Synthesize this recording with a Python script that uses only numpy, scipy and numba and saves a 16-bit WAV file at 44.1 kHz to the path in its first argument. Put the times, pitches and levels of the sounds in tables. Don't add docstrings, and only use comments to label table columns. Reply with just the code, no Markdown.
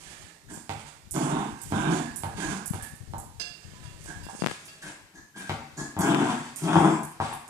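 import sys
import numpy as np
from scipy import signal
from scipy.fft import rfft, irfft, next_fast_len
from scipy.io import wavfile
from scipy.ndimage import uniform_filter1d
from numba import njit

SR = 44100
rng = np.random.default_rng(int(sys.argv[2]) if len(sys.argv) > 2 else 0)


def wrap_up_sound(samples):
    columns = np.atleast_2d(samples).T
    tamed = np.clip(columns, -1, 1)
    steps = np.round(tamed * 32767).astype(np.int16)
    wavfile.write(sys.argv[1], SR, steps)


def elevation(decibels):
    levels = np.asarray(decibels, float)
    return 10 ** (levels / 20)


N = 330617
TIME = np.arange(N) / SR

# start in seconds, hold in seconds, chest level in dB,
# fold slaps per second in Hz, mouth opening in dB.
GROWLS = [(.478, 0.045, -36.5, 112.1, -9), (1.127, 0.26, -20, 142.2, -8.5), (1.692, .15, -24.5, 137.6, -5),
          (1.85, 0.09, -22.5, 139.7, -8.5), (2.35, 0.2, -32, 150.3, -6), (4.07, 0.0029, -37.5, 162, -1.5),
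          (4.82, 0.04, -47, 133.1, -5), (5.125, 0.036, -52, 133.2, -8), (5.338, 0.04, -42, 109.6, -8),
          (5.757, 0.021, -32, 130, -9.5), (5.972, 0.032, -22.5, 130.4, -7), (6.0, .19, -18, 132.1, -11.5),
          (6.22, 0.11, -25.5, 125, -6), (6.605, .04, -27.5, 150.2, -12), (6.64, 0.09, -21.5, 158, -5.5),
          (6.73, 0.14, -17.5, 167.5, -10), (7.27, 0.035, -48, 119.7, 7.5)]
# frequency in Hz, width in Hz, level in dB.
MOUTH_RESONANCES = [(736, 77, -5), (1037, 175, -7), (1550, 320, -14.5), (2510, 590, -24.5),
                    (3670, 170, -19.5)]
# start in seconds, hold in seconds, level in dB,
# lip resonance in Hz.
SNARLS = [
    (1.16, 0.29, -40, 2480),
    (1.75, 0.18, -40.5, 2470),
    (2.37, 0.054, -59, 2360),
    (6.03, 0.24, -39.5, 2540),
    (6.27, 0.055, -46.5, 2360),
    (6.655, 0.044, -43, 2350),
    (6.76, 0.028, -39, 2250),
    (6.86, 0.072, -49.5, 2308),
]
# multiple of the lip resonance, width in Hz, level in dB.
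LIP_PEAKS = [(1, 300, -3), (1.4, 450, -10.5), (1.6, 250, -22)]
# start in seconds, hold in seconds, level in dB, pitch in Hz.
WHINES = [
    (3.74, 0.18, -56.5, 985),
    (4.22, 0.044, -52, 965),
]
# start in seconds, hold in seconds, level in dB, nose resonance in Hz.
HUFFS = [(.06, 0.032, -45.5, 1780), (.26, 0.018, -49, 1740), (.48, 0.024, -41, 1635),
         (1.14, 0.12, -38.5, 1550), (1.28, 0.28, -45.5, 1595), (1.73, 0.13, -32, 1506),
         (1.84, 0.16, -36.5, 1620), (1.96, 0.11, -38.5, 1685), (2.24, 0.15, -48, 1620),
         (2.395, 0.054, -32.5, 1620), (2.46, 0.047, -38, 1397), (2.79, 0.048, -39, 1720),
         (3.62, 0.62, -56, 1730), (4.062, 0.048, -37, 1642), (4.21, 0.11, -49, 1660),
         (4.46, 0.045, -47, 1680), (4.66, 0.16, -64, 1680), (4.82, 0.022, -38, 1620),
         (5.15, 0.0098, -48, 1700), (5.34, 0.15, -44.5, 1569), (5.49, 0.19, -57.5, 1516),
         (5.77, 0.029, -39, 1703), (6.015, 0.059, -30.5, 1549), (6.17, 0.18, -40, 1544),
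         (6.69, 0.33, -43.5, 1550)]
# multiple of the nose resonance, width in Hz, level in dB.
NOSE_PEAKS = [(1.003, 154, 6.5), (2.07, 356, -16.5)]
# start in seconds, hold in seconds, hiss level in dB,
# rasp over hiss in dB.
PUFFS = [(-.05, 0.17, -50, 8), (.18, 0.084, -56.5, 9.5), (.48, 0.076, -49.5, 1.5), (.69, 0.17, -53, 10),
         (1.13, 0.13, -39.5, -1), (1.22, 0.24, -47, 6), (1.55, 0.18, -50.5, 2.5), (1.73, 0.13, -44.5, -2),
         (1.87, 0.093, -40, 8), (2.24, 0.1, -59, 2), (2.355, 0.028, -46, 11.5), (2.39, 0.11, -41, 7.5),
         (2.72, 0.1, -50, 8.5), (3.47, 0.71, -60.5, 12), (4.0, 0.068, -49, 3), (4.28, 0.1, -48, -1.5),
         (4.45, 0.033, -44.5, 7.5), (4.6, 0.11, -55.5, -6), (4.81, 0.049, -46.5, 4), (5.14, 0.015, -65, -9),
         (5.35, 0.15, -52.5, 6), (5.5, 0.1, -63, 14), (5.78, 0.026, -47.5, -8), (6.0, 0.081, -39.5, -18),
         (6.14, 0.29, -46.5, 7), (6.55, 0.28, -45.5, 2), (6.74, 0.12, -43.5, -7), (7.2, 0.082, -48, 10.5)]
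# frequency in Hz, level in dB per Hz.
RASP_COLOUR = [(500, -4), (900, -0.5), (2200, 0.5), (3400, 0), (4100, -3.5), (4800, -1.5), (6000, -36)]
# frequency in Hz, level in dB per Hz.
HISS_COLOUR = [(2240, -47), (3800, -18), (5300, 1), (6700, 4), (9150, 3), (11500, -8), (13500, -39),
               (15000, -51)]
# start in seconds, hold in seconds, level in dB,
# jet resonance in Hz.
SNORTS = [(.5, 0.045, -48, 7600), (1.14, 0.071, -43.5, 7100), (1.9, 0.062, -46, 6800),
          (2.39, 0.12, -41.5, 6630), (5.14, 0.044, -55.5, 6560), (5.765, 0.043, -42.5, 6900),
          (6.0, 0.024, -38.5, 7360), (6.17, 0.22, -52, 7440), (6.56, 0.067, -47.5, 8800),
          (6.77, 0.032, -43, 8800), (6.89, .05, -45, 7700), (7.25, 0.056, -52, 8140)]
# multiple of the jet resonance, width in Hz, level in dB.
JET_PEAKS = [(1, 650, 4), (.6, 427, -7), (1.3, 570, -22)]
# time in seconds, peak in dB, boom in dB, crack in dB.
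KNOCKS = [(0.694, -26.5, -13, -16.5), (1.722, -23.5, -6.5, -26), (2.235, -25.5, -10.5, -21),
          (2.735, -31, -8.5, -24), (3.136, -31, -13.5, -26.5), (4.287, -35, -26, -31),
          (5.495, -27, -12.5, -17.5), (5.966, -33.5, -4.5, -26), (6.756, -17, -19.5, -29.5),
          (7.201, -23, -14, -28.5), (7.489, -40.5, -9, -39)]
# frequency in Hz, level in dB, time to fall 60 dB in seconds.
BOARD_MODES = [(820, -7, 0.017), (907, 7, 0.011), (1107, 2, 0.0093), (1620, -5, 0.012)]
# frequency in Hz, level in dB, time to fall 60 dB in seconds.
JOIST_MODES = [(101.3, 5.5, 0.05), (155, -8.5, 0.14), (212, 13.5, 0.013)]
# delay in seconds, level in dB.
WALLS = [(.0088, -5), (0.014, -9), (0.0219, -8), (.0285, -10)]
# time in seconds, peak in dB.
CLAWS = [(0.5342, -35), (1.1073, -24.5), (1.1145, -45), (1.6138, -28.5), (2.158, -23), (2.1626, -52),
         (2.1704, -43), (2.1813, -53), (2.6567, -23.5), (2.822, -30), (2.9517, -43), (3.0759, -63),
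         (3.11, -50), (3.1794, -31.5), (4.036, -39.5), (4.233, -40.5), (4.6517, -40.5), (4.8248, -42),
         (5.1394, -61), (5.1597, -62), (5.3772, -38.5), (5.9872, -23), (5.9976, -46), (6.5577, -25),
         (7.03, -30), (7.0418, -59), (7.3281, -35), (7.4763, -39)]
# time in seconds, peak in dB, fur damping of the high modes in dB.
CLINKS = [
    (3.3986, -21.5, 4),
    (3.4034, -49, 2),
    (3.62, -44, 8),
    (3.831, -40, 20),
    (3.8584, -41, 12),
    (4.1, -54, 8),
    (4.2327, -33.5, 12),
    (4.4, -32, 7),
    (4.681, -41.5, 6),
    (7.242, -48, 8),
]
# frequency in Hz, level in dB, time to fall 60 dB in seconds.
TAG_MODES = [(710, -16, 0.21), (1702, -2.5, 0.063), (2770, -12.5, 0.45), (3410, -3, 0.16), (3570, -14, 0.2),
             (3890, -10.5, 0.27), (4620, 8, 0.084), (4490, 0.5, 0.1), (4900, -9, 0.1), (4970, -10, 0.16),
             (4960, 13, 0.037), (6230, 1.5, 0.2), (6270, 4, 0.054), (2742, -1.5, 0.22)]
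# time in seconds, level in dB.
STIR = [(0, 6.5), (.42, -2.5), (1.05, -2.5), (2, 6.5), (3.3, -1), (4.2, 5.5), (4.8, 0), (5.1, -6.5),
        (5.31, -13), (5.5, -0.5), (7.16, -2), (7.5, -3.5)]
# frequency in Hz, level in dB per Hz.
AIR_COLOUR = [(35, -52), (60, -9), (149, -4), (906, -11.5), (1110, -12.5), (2970, -12), (7740, -10.5),
              (14000, -28.5)]
# time in seconds, peak in dB, sharpness in Hz.
POPS = [(0.269, -39, 820), (0.5754, -28, 570.0), (3.736, -35, 580), (4.06, -31, 650.0), (4.267, -25, 694),
        (4.3327, -33, 570.0), (4.3508, -26.5, 626), (4.3942, -31, 460.0), (4.4218, -8, 800),
        (4.435, -31, 566), (4.4381, -11.5, 870), (4.441, -25, 975), (4.444, -9, 1380), (4.463, -1.5, 2040),
        (4.4712, -5.5, 2440), (4.485, -14, 1940.0), (4.498, -19, 2000), (4.5121, -14, 2580),
        (4.513, -24, 1960), (4.5145, -13.5, 1620.0), (6.1208, -14, 1980), (6.1468, -4.5, 2030)]
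# time in seconds, peak in dB, frequency in Hz.
BUMPS = [(0.269, -52, 157), (1.561, -45, 192.7), (2.605, -48, 151.5), (2.711, -18, 159.8),
         (2.752, -28, 130), (2.909, -45, 148), (2.937, -33.5, 139), (3.014, -36, 91), (3.037, -37, 135),
         (3.081, -39, 92.5), (3.107, -32, 113), (3.131, -39, 127), (3.36, -47, 101), (3.385, -39.5, 89),
         (3.414, -44, 135), (3.653, -37.5, 111), (3.768, -42, 128), (3.827, -42, 126), (3.855, -33, 97),
         (3.882, -34, 110), (3.912, -38, 114), (3.985, -45, 136.7), (4.01, -38, 125), (4.062, -49, 179),
         (4.173, -38, 126.3), (4.27, -46, 155), (4.348, -40, 193), (4.397, -39, 166)]
# time in seconds, level in dB.
RUB = [(0.0, -54), (0.27, -65.5), (2.46, -51), (3.72, -61), (4.36, -56), (4.55, -71), (5.28, -68),
       (5.66, -63), (6.89, -68), (7.5, -67)]
# frequency in Hz, time to fall 60 dB in seconds.
ROOM_T60 = [(100, 0.56), (400, 0.48), (1500, 0.63), (5000, 0.44), (12000, 0.39)]
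# frequency in Hz, likeness where 1 is identical.
LIKENESS = [(60, 2.3), (180, 1), (540, 1.2), (1640, 0.5), (4930, -10), (14800, -7)]


def growl(jitter, shimmer_db, breathy):
    effort, age, pitch_hz, mouth_db = pushes(GROWLS, attack_s=.025, sag_db_s=25.5, release_db_s=400)
    mouth_db = mouth_db + 21.5 * age
    strain_db = np.maximum(20 * np.log10(effort), -50) + 28
    source = vocal_folds(pitch_hz, jitter, shimmer_db, breathy)
    chest = chest_ring(source, pitch_hz, strain_db)
    mouth = mouth_ring(source, mouth_db)
    voice = effort * elevation(-6.0) * (rms_one(chest) + elevation(mouth_db + 2.0) * rms_one(mouth))
    return voice + curled_lips(source)


def vocal_folds(pitch_hz, jitter, shimmer_db, breathy):
    cycles = np.cumsum(pitch_hz * np.exp(jitter * drift(45))) / SR
    slaps = (np.diff(np.floor(cycles), prepend=0) > 0) * elevation(shimmer_db * rng.uniform(-4.0, 1, N))
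    gust = rng.standard_normal(N) * np.exp(-2.5 * (cycles % 1))
    surges = elevation(1.5 * drift(28))
    return (rms_one(slaps) + breathy * rms_one(gust)) * surges


def chest_ring(source, pitch_hz, strain_db):
    chest_hz = 227 + 7 * strain_db + 22 * drift(7.3)
    hum_db = 17 - np.maximum(strain_db, 0)
    chest = gliding(source, chest_hz, 100.0, SR)
    chest = chest + elevation(22) * butter(source, [140, 400], "band")
    chest = chest + elevation(hum_db) * gliding(source, pitch_hz, 250.0, SR)
    chest = butter(chest, 128.0, "high", order=8)
    return butter(chest, 364, "low", order=5)


def mouth_ring(source, mouth_db):
    jaw = np.exp(0.0057 * (mouth_db - 4.0))
    mouth = 0
    for k, (hz, width_hz, db) in enumerate(MOUTH_RESONANCES):
        moving_hz = hz * jaw * np.exp(0.032 * drift(12.6))
        mouth = mouth + (-1) ** k * elevation(db) * gliding(source, moving_hz, float(width_hz), SR)
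    return butter(mouth, 570, "high", order=5)


def curled_lips(source):
    curl, _, lip_hz = pushes(SNARLS, attack_s=0.015, sag_db_s=42.0, release_db_s=180.0)
    return curl * butter(resonate(source, lip_hz, LIP_PEAKS, waver=0.12), [1800, 3900], "band")


def whine():
    level, _, hz = pushes(WHINES, attack_s=0.0063, sag_db_s=5.0, release_db_s=238)
    turns = np.cumsum(hz * np.exp(0.0148 * drift(20.0))) / SR
    return level * elevation(5.1 * drift(14)) * np.sin(2 * np.pi * turns)


def nose_breath(flutter_db):
    huff, _, nose_hz = pushes(HUFFS, attack_s=0.0063, sag_db_s=18.5, release_db_s=238)
    nose_hz = nose_hz * np.exp(.012 * drift(14))
    air = rng.standard_normal(N)
    whistle = 0
    for turns, width_hz, db in NOSE_PEAKS:
        once = gliding(air, turns * nose_hz, float(width_hz), SR)
        whistle = whistle + elevation(db) * gliding(once, turns * nose_hz, float(width_hz), SR)
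    return huff * elevation(-6 + flutter_db * np.tanh(drift(27.0))) * rms_one(whistle)


def mouth_breath(flutter_db):
    puff, _, rasp_db = pushes(PUFFS, attack_s=0.011, sag_db_s=9.5, release_db_s=153)
    rasp = elevation(rasp_db - 9.5) * coloured(RASP_COLOUR)
    hiss = elevation(-1.5) * coloured(HISS_COLOUR)
    return elevation(flutter_db * drift(35)) * puff * (rasp + hiss)


def snorts():
    level, _, jet_hz = pushes(SNORTS, attack_s=0.0067, sag_db_s=22.0, release_db_s=160.0)
    jet = resonate(rng.standard_normal(N), jet_hz, JET_PEAKS, waver=.025)
    return level * elevation(0.96 * drift(36)) * jet


def ball():
    out, t = np.zeros(N), TIME[:SR // 2]
    for s, peak_db, boom_db, crack_db in KNOCKS:
        snap = elevation(-60 * t / 0.00029)
        crackle = 0.087 * rng.choice([-1, 1], len(t)) * elevation(-60 * t / 0.015)
        crack = butter(snap + crackle, [1300, 3800], "band", order=1)
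        boards = struck(BOARD_MODES, spread_db=1.2)
        joists = struck(JOIST_MODES, spread_db=1.5)
        ring = 0.53 * boards + .5 * elevation(boom_db) * joists
        ring = ring * np.minimum(t / 0.0019, 1)
        add(out, s, elevation(peak_db + 12.0) * butter(ring + 16.3 * elevation(crack_db) * crack, 107, "high"))
    echoes = 0
    for lag_s, db in WALLS:
        echoes = echoes + elevation(db) * np.roll(out, round(lag_s * SR)) * (TIME > lag_s)
    return out + echoes


def claws():
    out, t = np.zeros(N), TIME[:900]
    for s, peak_db in CLAWS:
        tick = np.sin(2 * np.pi * rng.uniform(8500, 10500) * t) * elevation(-60 * t / .001)
        skid = rng.standard_normal(len(t)) * elevation(-60 * t / 0.037)
        edge = butter(tick + .2 * skid, [6500, 12500], "band", order=3)
        add(out, s + 0.0027, elevation(peak_db + 13.0) * edge)
    return out


def tag():
    out, t = np.zeros(N), TIME[:900]
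    for s, peak_db, damping_db in CLINKS:
        add(out, s, elevation(peak_db - 15) * struck(TAG_MODES, spread_db=1.5, damping_db=damping_db))
        crack = butter(rng.standard_normal(900), [2500, 7000], "band") * elevation(-60 * t / 0.024)
        add(out, s, elevation(peak_db - 1.0 - damping_db / 2) * crack)
    return out


def finger():
    out, t = np.zeros(N), TIME[:2500]
    for s, peak_db, sharp_hz in POPS:
        spike = np.exp(-2 * np.pi * sharp_hz * np.abs(t - .001))
        add(out, s - .001, -elevation(peak_db + 1.5) * spike)
        swing = np.sin(2 * np.pi * 170 * t) * np.exp(-t / 0.005)
        add(out, s, elevation(peak_db - 5.0) * 800 / sharp_hz * swing)
    for s, peak_db, hz in BUMPS:
        press = np.sin(2 * np.pi * hz * t) * np.exp(-(t * hz - 1) ** 2 / 0.37)
        add(out, s - 1 / hz, elevation(peak_db + 3.5) * press)
    rumble = rms_one(butter(rng.standard_normal(N), [28, 130], "band"))
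    rumble = rumble * elevation(11.8 * np.tanh(drift(9.2)))
    rub_db = np.interp(TIME, *np.transpose(RUB)) + 6.0
    return butter(out + elevation(rub_db) * rumble, 22, "high", order=1)


def stirred_air():
    stir_db = np.interp(TIME, *np.transpose(STIR))
    return elevation(-50 - 8.5 + stir_db) * coloured(AIR_COLOUR)


def room(x, early_db, late_db):
    lap_s = .9
    size, out = next_fast_len(N + SR), 0
    for spot in range(4):
        nearness = 2 / 3 * np.cos(np.pi * (TIME / lap_s - spot / 4)) ** 4
        out = out + rfft(x * np.sqrt(nearness), size) * rfft(room_response(early_db, late_db), size)
    return irfft(out, size)[:, :N]


def room_response(early_db, late_db):
    t = TIME[:SR]
    hits = (rng.random((2, SR)) < 280 / SR) * rng.standard_normal((2, SR))
    echoes = hits * elevation(-60 * t / 0.25) * (t > .003) + 1e-12 * rng.standard_normal(SR)
    early = butter(echoes, 790, "high", order=4) + butter(echoes[0], 740, "low", order=4)
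    late, white = 0, rng.standard_normal((2, SR)) * np.minimum(t / 0.0024, 1)
    edges = 45 * 2 ** np.arange(9.)
    for low, high in zip(edges, np.minimum(edges * 2, .45 * SR)):
        mid, side = butter(white, [low, high], "band")
        hz = np.sqrt(low * high)
        alike = np.clip(at_hz(LIKENESS, hz), 0, 1)
        band = np.sqrt(1 + alike) * mid + np.sqrt(1 - alike) * side * [[1], [-1]]
        late = late + elevation(-60 * t / at_hz(ROOM_T60, hz)) * band
    both = 0
    for db, part in ((early_db, early), (late_db, late)):
        both = both + elevation(db) * part / np.sqrt(np.sum(part ** 2) / 2)
    both = rfft(both)
    power = np.abs(both) ** 2
    bumps = uniform_filter1d(power, size=22) / uniform_filter1d(power, size=1500)
    return irfft(both / np.sqrt(bumps + .05), SR) * (t > .003) * (t < .85)


def pushes(rows, attack_s, sag_db_s, release_db_s):
    t = TIME[::32]
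    s, hold, level_db, *more = np.array(rows).T[:, :, None]
    age = t - s - attack_s
    rise = np.clip(age / attack_s + 1, 0, 1) ** 2
    fall_db = sag_db_s * np.maximum(age, 0) + release_db_s * np.maximum(age - hold, 0)
    power = (rise * elevation(level_db - fall_db)) ** 2 + 1e-30
    total = power.sum(axis=0)
    tracks = [np.sqrt(total)]
    for column in (np.clip(age, 0, hold), *more):
        tracks.append((power * column).sum(axis=0) / total)
    return [np.interp(TIME, t, track) for track in tracks]


def resonate(source, hz, shape, waver):
    out = 0
    for k, (turns, width_hz, db) in enumerate(shape):
        moving_hz = turns * hz * np.exp(waver * drift(21.0))
        out = out + (-1) ** k * elevation(db) * gliding(source, moving_hz, float(width_hz), SR)
    return rms_one(out)


@njit
def gliding(x, hz, width_hz, rate):
    r, out = np.exp(-np.pi * width_hz / rate), np.zeros(len(x))
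    for i in range(2, len(x)):
        push = (1 - r * r) / 2 * (x[i] - x[i - 2])
        out[i] = push + 2 * r * np.cos(2 * np.pi * hz[i] / rate) * out[i - 1] - r * r * out[i - 2]
    return out


def struck(modes, spread_db, damping_db=0.):
    t = TIME[:SR // 2]
    hz, level_db, t60 = np.array(modes).T[:, :, None]
    chance_db = spread_db * rng.standard_normal(hz.shape)
    strength = elevation(level_db - damping_db * (hz > 3700) + chance_db)
    return (strength * elevation(-60 * t / t60) * np.sin(2 * np.pi * hz * t)).sum(axis=0)


def coloured(spectrum):
    size = next_fast_len(N)
    hz = np.arange(size // 2 + 1) * SR / size
    shaped = rfft(rng.standard_normal(size)) * elevation(at_hz(spectrum, hz))
    return rms_one(irfft(shaped, size)[:N])


def drift(rate):
    r = np.exp(-32 * np.pi * rate / SR)
    slow = signal.lfilter([1], [1, -2 * r, r * r], rng.standard_normal(N // 16 + 2002))[2000:]
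    return np.interp(np.arange(N) / 16, np.arange(len(slow)), rms_one(slow))


def at_hz(points, hz):
    table = np.array(points)
    return np.interp(np.log(hz + 1), np.log(table[:, 0]), table[:, 1])


def rms_one(x):
    return x / np.sqrt(np.mean(x ** 2) + 1e-20)


def butter(x, hz, kind, order=2):
    return signal.sosfilt(signal.butter(order, hz, kind, fs=SR, output="sos"), x)


def add(out, s, sound):
    i = round(s * SR)
    out[i:i + len(sound)] += sound[:N - i]


def scene():
    voice = growl(jitter=.17, shimmer_db=3.0, breathy=.3)
    breath = nose_breath(flutter_db=4.0) + mouth_breath(flutter_db=4.0) + snorts()
    dog = voice + breath + stirred_air()
    hits, clinks = ball(), tag() + claws()
    direct = elevation(-1.5) * dog + hits + clinks
    echoes = room(dog + elevation(-0.5) * hits + elevation(4.0) * clinks, early_db=0.0, late_db=1.5)
    air = direct + echoes + whine()
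    left = np.roll(air[0], 3)
    covered = butter(left, 430, "low", order=1)
    open_port = elevation(3.0) * butter(left, 4300, "low", order=3)
    slide = np.clip((TIME - 4.47) / 0.0064, 0, 1)
    return np.array([(1 - slide) * covered + slide * open_port + finger(), air[1]])


def top_cut(x):
    return signal.sosfilt(signal.butter(12, 15440, fs=SR, output="sos"), x)


def record(dry):
    dry = dry - 0.2 * signal.lfilter(*signal.iirpeak(4016, 9.0, fs=SR), dry)
    loudness_db = 10 * np.log10(uniform_filter1d(dry[1] ** 2, 6000) + 1e-8)
    hiss = elevation(-63.5 + 0.099 * (loudness_db + 54)) * rng.standard_normal(dry.shape)
    hiss = hiss * elevation(np.array([[0], [-9.0]]))
    top = signal.cheby2(10, 30, 14900, fs=SR, output="sos")
    return top_cut(signal.sosfilt(top, dry + hiss))


dry = scene()
out = record(dry)
wrap_up_sound(out)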